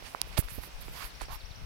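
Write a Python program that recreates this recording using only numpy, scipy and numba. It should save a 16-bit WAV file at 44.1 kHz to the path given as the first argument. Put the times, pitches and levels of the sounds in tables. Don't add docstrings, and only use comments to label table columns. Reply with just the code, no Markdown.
import sys
import numpy as np
from scipy import signal
from scipy.fft import rfft, irfft
from scipy.io import wavfile
from scipy.ndimage import uniform_filter1d
from numba import njit

SR = 44100
rng = np.random.default_rng(int(sys.argv[2]) if len(sys.argv) > 2 else 0)


def volts_from_decibels(level):
    exponent = np.asarray(level, float) / 20
    return 10 ** exponent


def transcribe(signal):
    frames = np.atleast_2d(signal).T
    limited = np.clip(frames, -1, 1)
    pcm = np.round(limited * 32767).astype(np.int16)
    wavfile.write(sys.argv[1], SR, pcm)


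N = 72765
T = np.arange(N) / SR

# frequency in Hz, spectral level in dB per Hz.
LEAVES_LEFT = [(150, -104.5), (500, -86.5), (2500, -92), (5500, -93), (7000, -102), (10000, -101),
               (13000, -106), (16000, -112)]
LEAVES_RIGHT = [(150, -89), (900, -83), (1700, -86.5), (2500, -83), (4000, -91), (5500, -91.5),
                (7200, -105), (13000, -101)]
# time in seconds, left gain in dB, right gain in dB.
TURN = [(0, 0, 0), (.7, 0, 0.5), (1.1, 0.5, 0), (1.4, 0, -1.5), (1.65, -1, -2)]
# time in seconds, left port level in dB, right port level in dB.
WIND = [(0, -56, -46.5), (.15, -56.5, -63.5), (.25, -42.5, -52), (.45, -51, -60.5), (.6, -46.5, -42),
        (.67, -54.5, -52.5), (.8, -48, -42), (.9, -48.5, -51), (1.1, -46.5, -51.5), (1.3, -45, -47),
        (1.499, -48, -57.5), (1.65, -48.5, -48.5)]
WIND_HZ, WIND_WIDTH_HZ, BUFFET_DB = 36.94, 47.5, 3
# time in seconds, left port level in dB, right port level in dB.
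EDDIES = [(0, -65, -57), (.3, -68, -69), (.5, -69, -66.5), (.65, -56.5, -58), (.8, -68.5, -64.5),
          (.95, -61, -57.5), (1.08, -65, -63.5), (1.15, -67, -61.5), (1.23, -65.5, -59.5),
          (1.4, -72, -69.5), (1.65, -73, -69.5)]
EDDY_HZ, EDDY_WIDTH_HZ, EDDY_FLICKER_DB = 136.4, 191.4, 3

# start, peak and end in seconds, level in dB, brightness in Hz.
SCRAPES = [(.02, .065, 0.1073, -45, 2430), (.25, .275, 0.194, -50, 1970), (.31, .33, 0.401, -47.5, 2930),
           (.364, .3805, 0.3885, -29, 3360), (.38, .394, 0.4202, -36, 2430),
           (.425, .44, 0.459, -48.5, 2980), (.475, .49, 0.673, -50, 2440), (.59, .64, 0.713, -49, 3740),
           (.802, .815, 0.9, -49.5, 3350), (.895, .97, 0.998, -44.5, 2300), (.95, 1.04, 1.1048, -40, 2320),
           (1.196, 1.217, 1.2813, -43, 1810), (1.285, 1.345, 1.38, -44, 2520)]
# centre in Hz, width in Hz, level in dB.
SOLE_MODES = [(930, 1410, 0), (2110, 1060, -1), (4523, 490, -3.5)]
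# start, peak and end in seconds, level in dB, centre in Hz.
HISSES = [(.02, .06, 0.199, -53.5, 9200), (.25, .275, 0.361, -59, 10960), (.31, .33, 0.37, -67.5, 9200),
          (.37, .381, 0.4283, -32.5, 10930), (.378, .395, 0.418, -32.5, 12690),
          (.425, .438, 0.497, -52, 11240), (.475, .505, 0.527, -46.5, 10000), (.5, .54, 0.6235, -42, 12590),
          (.585, .64, 0.7037, -46, 12360), (.802, .815, 0.839, -44.5, 12400),
          (.835, .85, 0.965, -54.5, 12180), (.895, .95, 1.01, -51, 12530), (.95, 1.035, 1.1215, -43, 11860),
          (1.208, 1.219, 1.252, -45.5, 9770), (1.285, 1.34, 1.389, -47, 12530)]
# start, peak and end in seconds, level in dB, centre in Hz.
SWISHES = [(.03, .12, 0.216, -57, 11200), (.35, .39, 0.78, -73.5, 9000), (.61, .64, 0.695, -67, 12000),
           (.93, 1.03, 1.07, -60, 10500), (1.14, 1.2, 1.26, -63, 9550), (1.53, 1.57, 1.47, -62, 10000)]
# start, peak and end in seconds, level in dB, last pitch in Hz.
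GROANS = [
    (0.93, 1.036, 1.06, -46, 1184),
    (1.282, 1.326, 1.371, -41.5, 1064),
]
SCRAPE_WIDTH_HZ, HISS_WIDTH_HZ, SWISH_WIDTH_HZ = 4110, 9270, 8100
GROAN_RISE, GROAN_WIDTH_HZ = .25, 620
SCUFF_LEFT_DB, SCUFF_FLICKER_DB = -24, 1.4451
GRIT_PER_S, GRIT_SPREAD_DB = 9000, 1.4842

# time in seconds, peak in dB, pitch in Hz, signed strength, left port gain in dB.
SNAPS = [(.0244, -28.5, 693, 0.7, -13.5), (.0254, -42.5, 2150, 0.37, -26), (.1483, -14, 1081, 0.83, -21.5),
         (.2164, -26, 930, -0.97, -11), (0.3768, -17, 686, 0.76, -33), (0.39, -18, 339, 0.643, -28.5),
         (.3809, -12, 858, -0.68, -27), (.4258, -33, 1060, 1, -18), (.4853, -28, 1690, -1.025, -34.5),
         (0.5802, -30, 259.3, -1.156, -29.5), (0.5859, -29, 600, -0.894, -25),
         (.6364, -28.5, 1203, 0.853, -17), (.6742, -42, 520, -1.04, -3),
         (1.0512, -28.5, 1173, 0.975, -11.5), (1.212, -24.5, 1096, 0.76, -14.5),
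         (1.2169, -19, 945, 0.707, -25), (1.2131, -33.5, 1010, 0.9, -11.5),
         (.3827, -20.5, 519, 0.486, -24.5), (.272, -36, 538, 0.74, -16.5), (.316, -35.5, 810, 1, -18.5),
         (1.2169, -26.5, 6930, -1.27, -30.5), (1.2186, -34.5, 402, -1.01, -27)]
SNAP_CYCLES, SNAP_SAG = .43, .08
# pitch in Hz, peak in dB, cycles to the peak.
CRACK = [(5094, -6, 0.479), (10000, -7, 1)]
CRACK_S, CRACK_LEFT_DB = .21584, -29.5
# time in seconds, peak in dB, pitch in Hz.
RINGS = [(.3698, -33, 2600), (.3730, -30, 2800), (.3756, -23, 3600), (.3784, -18, 5200), (.3787, -22, 2900),
         (.3812, -22, 4100), (.8822, -36, 2500), (.5050, -35, 2000), (.0252, -37, 3200),
         (1.2108, -32, 1800), (1.2120, -32, 2200), (1.2169, -29, 2300), (.6366, -36, 2300),
         (.4851, -36, 4500), (1.2005, -37, 2200)]
RING_CYCLES, RING_LEFT_DB = 0.84, -23.5
# time in seconds, peak in dB, pitch in Hz, signed strength.
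THUMPS = [
    (0.3873, -8, 118.7, 0.794),
    (0.5824, -25, 73.4, 0.966),
    (1.2156, -26, 47.5, -0.85),
    (.8819, -29, 1530, -0.885),
    (.8839, -30.5, 505, -0.95),
    (1.2843, -32, 656, -0.91),
    (.3845, -27, 113.3, 0.901),
]
# time in seconds, peak in dB, pitch in Hz, signed strength.
SLAPS = [
    (.3945, -26, 164, 0.84),
    (.441, -30.5, 46.4, -1.13),
    (.518, -31.5, 112.5, -0.97),
    (.737, -28, 28.7, -0.854),
    (1.04, -29.5, 54.4, -0.953),
    (1.30, -27, 63.2, 0.825),
    (1.325, -26.5, 87.3, -0.726),
    (1.355, -30, 60, -0.78),
    (1.435, -31.5, 58, -1.16),
    (1.508, -30, 85, 0.883),
]
THUMP_CYCLES, THUMP_SAG = 0.341, 0.763

# start in seconds, length in seconds, first pitch in Hz, last pitch in Hz, level in dB.
CHIRPS = [
    (.655, 0.011, 3900, 3800, -63),
    (.703, 0.0072, 5500, 7300, -70),
    (.711, 0.0142, 7100, 5240, -58),
    (.727, 0.0172, 8100, 5460, -60.5),
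    (.785, 0.0263, 4114, 3764, -60),
    (.877, 0.006, 5550, 7050, -63),
    (.888, 0.0088, 8000, 7400, -58),
    (.932, 0.026, 8100, 6100, -58),
    (1.376, 0.03, 4760, 5680, -65.5),
]
# end of the rise in seconds, rise in dB, fall in dB, top pitch in Hz.
SONG = [
    (1.057, -60, -62, 5600),
    (1.160, -50, -51, 5750),
    (1.262, -50, -50, 5750),
    (1.363, -49, -51, 5600),
    (1.463, -48, -48, 5850),
    (1.566, -50, -50, 5950),
]
RISE_S, RISE_HZ = .017, 4150
FALL_LEAD_S, FALL_S, FALL_HZ = .063, .027, (4750, 3250)
BIRD_SHADE_DB_PER_KHZ = 2
BIRD_RIGHT_DB, ECHO_DB, ECHO_T60_S = -2, -2, 1.1


@njit
def svf(x, hz, width):
    y, b, l = np.empty(len(x)), 0., 0.
    for i in range(len(x)):
        g, k = np.tan(np.pi * hz[i] / SR), width / hz[i]
        v = (b + g * (x[i] - l)) / (1 + g * (g + k))
        b, l, y[i] = 2 * v - b, l + 2 * g * v, k * v
    return y


def band(x, hz, width):
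    return svf(x, hz + np.zeros(N), float(width))


def unit(x):
    return x / np.std(x)


def walk(rate):
    hold = int(SR / rate)
    levels = np.repeat(rng.standard_normal(N // hold + 1), hold)
    return unit(uniform_filter1d(uniform_filter1d(levels, hold), hold)[:N])


def swell(start, peak, end):
    return np.sin(np.pi / 2 * np.interp(T, [start, peak, end], [0, 1, 0])) ** 2


def knock(at, db, hz, sign, cycles, sag):
    c = np.maximum(T - at, 0) * hz
    turns = np.log1p(sag * c) / sag
    envelope = c / cycles * np.exp(1 - c / cycles)
    return -sign * volts_from_decibels(db) * envelope * np.sin(2 * np.pi * turns)


def leaves(colour):
    out, gust = 0, walk(2.6)
    hz, db = np.array(colour).T
    octave = np.log2(np.maximum(np.arange(N // 2 + 1) * SR / N, 1))
    tint = volts_from_decibels(np.interp(octave, np.log2(hz), db)) * np.sqrt(SR / 2)
    noise = rfft(rng.standard_normal(N)) * tint
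    for centre in np.arange(6.5, 14.6, .5):
        share = np.clip(1 - 2 * np.abs(octave - centre), 0, 1)
        out = out + volts_from_decibels(.9 * gust + .8 * walk(15)) * irfft(noise * share, N)
    return out


def turbulence(rows, hz, width, second_width, flicker_db, rate):
    times, *ports = np.array(rows).T
    out = []
    for db in ports:
        level = volts_from_decibels(np.interp(T, times, db) + flicker_db * walk(rate))
        noise = band(rng.standard_normal(N), hz, width)
        out.append(level * unit(band(noise, hz, second_width)))
    return np.array(out)


def wind():
    return turbulence(WIND, WIND_HZ, WIND_WIDTH_HZ, 1.66 * WIND_WIDTH_HZ, BUFFET_DB, 14.044)


def flutter():
    return turbulence(EDDIES, EDDY_HZ, EDDY_WIDTH_HZ, EDDY_WIDTH_HZ, EDDY_FLICKER_DB, 29.95)


def grit():
    slips = rng.random(N) < GRIT_PER_S / SR
    size = volts_from_decibels(GRIT_SPREAD_DB * rng.exponential(size=N)) * slips
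    return unit(size * rng.standard_normal(N)) + 0.527 * rng.standard_normal(N)


def rub(rows, width, steep, modes=()):
    shapes = [volts_from_decibels(row[3]) * swell(*row[:3]) + 1e-9 for row in rows]
    hz = sum(s * row[4] for s, row in zip(shapes, rows)) / sum(shapes)
    x = band(grit(), hz, width)
    x = unit(band(x, hz, width) if steep else x)
    x = x + sum(volts_from_decibels(db) * unit(band(grit(), f, w)) for f, w, db in modes)
    return sum(shapes) * volts_from_decibels(SCUFF_FLICKER_DB * walk(51.17)) * unit(x)


def groans():
    out, grains = 0, grit()
    for start, peak, end, db, hz in GROANS:
        pitch = hz * (1 - GROAN_RISE * np.interp(T, [start, end], [1, 0]) ** 2)
        tone = unit(band(band(grains, pitch, GROAN_WIDTH_HZ), pitch, GROAN_WIDTH_HZ))
        out = out + volts_from_decibels(db + .6 * walk(90)) * swell(start, peak, end) ** .3 * tone
    return out


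def scuffs():
    right = rub(SCRAPES, SCRAPE_WIDTH_HZ, True, SOLE_MODES) + rub(HISSES, HISS_WIDTH_HZ, True) + groans()
    left = volts_from_decibels(SCUFF_LEFT_DB) * rub(SCRAPES, SCRAPE_WIDTH_HZ, False) + rub(SWISHES, SWISH_WIDTH_HZ, False)
    return np.array([left, right])


def crack(at):
    return sum(knock(at, db, hz, -1.106, cycles, 1e-3) for hz, db, cycles in CRACK)


def snaps():
    left, right = volts_from_decibels(CRACK_LEFT_DB) * crack(CRACK_S + 0.000324), crack(CRACK_S)
    for at, db, hz, sign, far_db in SNAPS:
        right = right + knock(at, db, hz, sign, SNAP_CYCLES, SNAP_SAG)
        left = left + knock(at + 0.00036, db + far_db, hz, sign, SNAP_CYCLES, SNAP_SAG)
    return np.array([left, right])


def rings():
    right = sum(knock(*row, 1, RING_CYCLES, SNAP_SAG) for row in RINGS)
    return np.array([volts_from_decibels(RING_LEFT_DB) * right, right])


def thumps():
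    left = sum(knock(*row, THUMP_CYCLES, THUMP_SAG) for row in SLAPS)
    right = sum(knock(*row, THUMP_CYCLES, THUMP_SAG) for row in THUMPS)
    return np.array([left, right])


def whistle(start, length, first_hz, last_hz, db):
    glide = np.sin(np.pi / 2 * np.clip((T - start) / length, 0, 1)) ** 1.597
    hz = first_hz + (last_hz - first_hz) * glide
    shade = BIRD_SHADE_DB_PER_KHZ * (np.clip(hz, 3500, 6500) - 5000) / 1000 * np.array([[1], [-1]])
    peak, power = (.75, .6) if last_hz > first_hz else (.3, 1.1)
    shape = swell(start - .002, start + peak * length, start + length + .003) ** power
    return shape * volts_from_decibels(db + shade + 1.3 * walk(250)) * np.sin(2 * np.pi * np.cumsum(hz) / SR)


def echoes(x):
    u = T[:SR // 2]
    tail = rng.standard_normal((2, len(u))) * volts_from_decibels(-60 * u / ECHO_T60_S) * np.minimum(u / .03, 1)
    tail = tail / np.sqrt(np.sum(tail ** 2, axis=1, keepdims=True)) * volts_from_decibels(ECHO_DB)
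    return signal.fftconvolve(x, tail, axes=1)[:, :N]


def birds():
    notes = CHIRPS + [(end - RISE_S, RISE_S, RISE_HZ, top, up) for end, up, _, top in SONG]
    notes = notes + [(end - FALL_LEAD_S, FALL_S, *FALL_HZ, down) for end, _, down, _ in SONG]
    song = sum(whistle(*note) for note in notes)
    return (song + echoes(song)) * volts_from_decibels(np.array([[0], [BIRD_RIGHT_DB]]))


def scene():
    times, *gains = np.array(TURN).T
    turn = volts_from_decibels(np.array([np.interp(T, times, db) for db in gains]))
    rustle = turn * np.array([leaves(LEAVES_LEFT), leaves(LEAVES_RIGHT)])
    feet = scuffs() + snaps() + rings() + thumps()
    return rustle + wind() + flutter() + feet + birds()


def band_limit(x):
    return signal.sosfilt(signal.butter(12, 16870, fs=SR, output="sos"), x)


def record(dry):
    bass_cut = signal.butter(2, 18, "high", fs=SR, output="sos")
    top_cut = signal.ellip(12, .3, 40, 15910, fs=SR, output="sos")
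    mix = signal.sosfilt(top_cut, signal.sosfilt(bass_cut, dry))
    return band_limit(mix)


dry = scene()
out = record(dry)
transcribe(out)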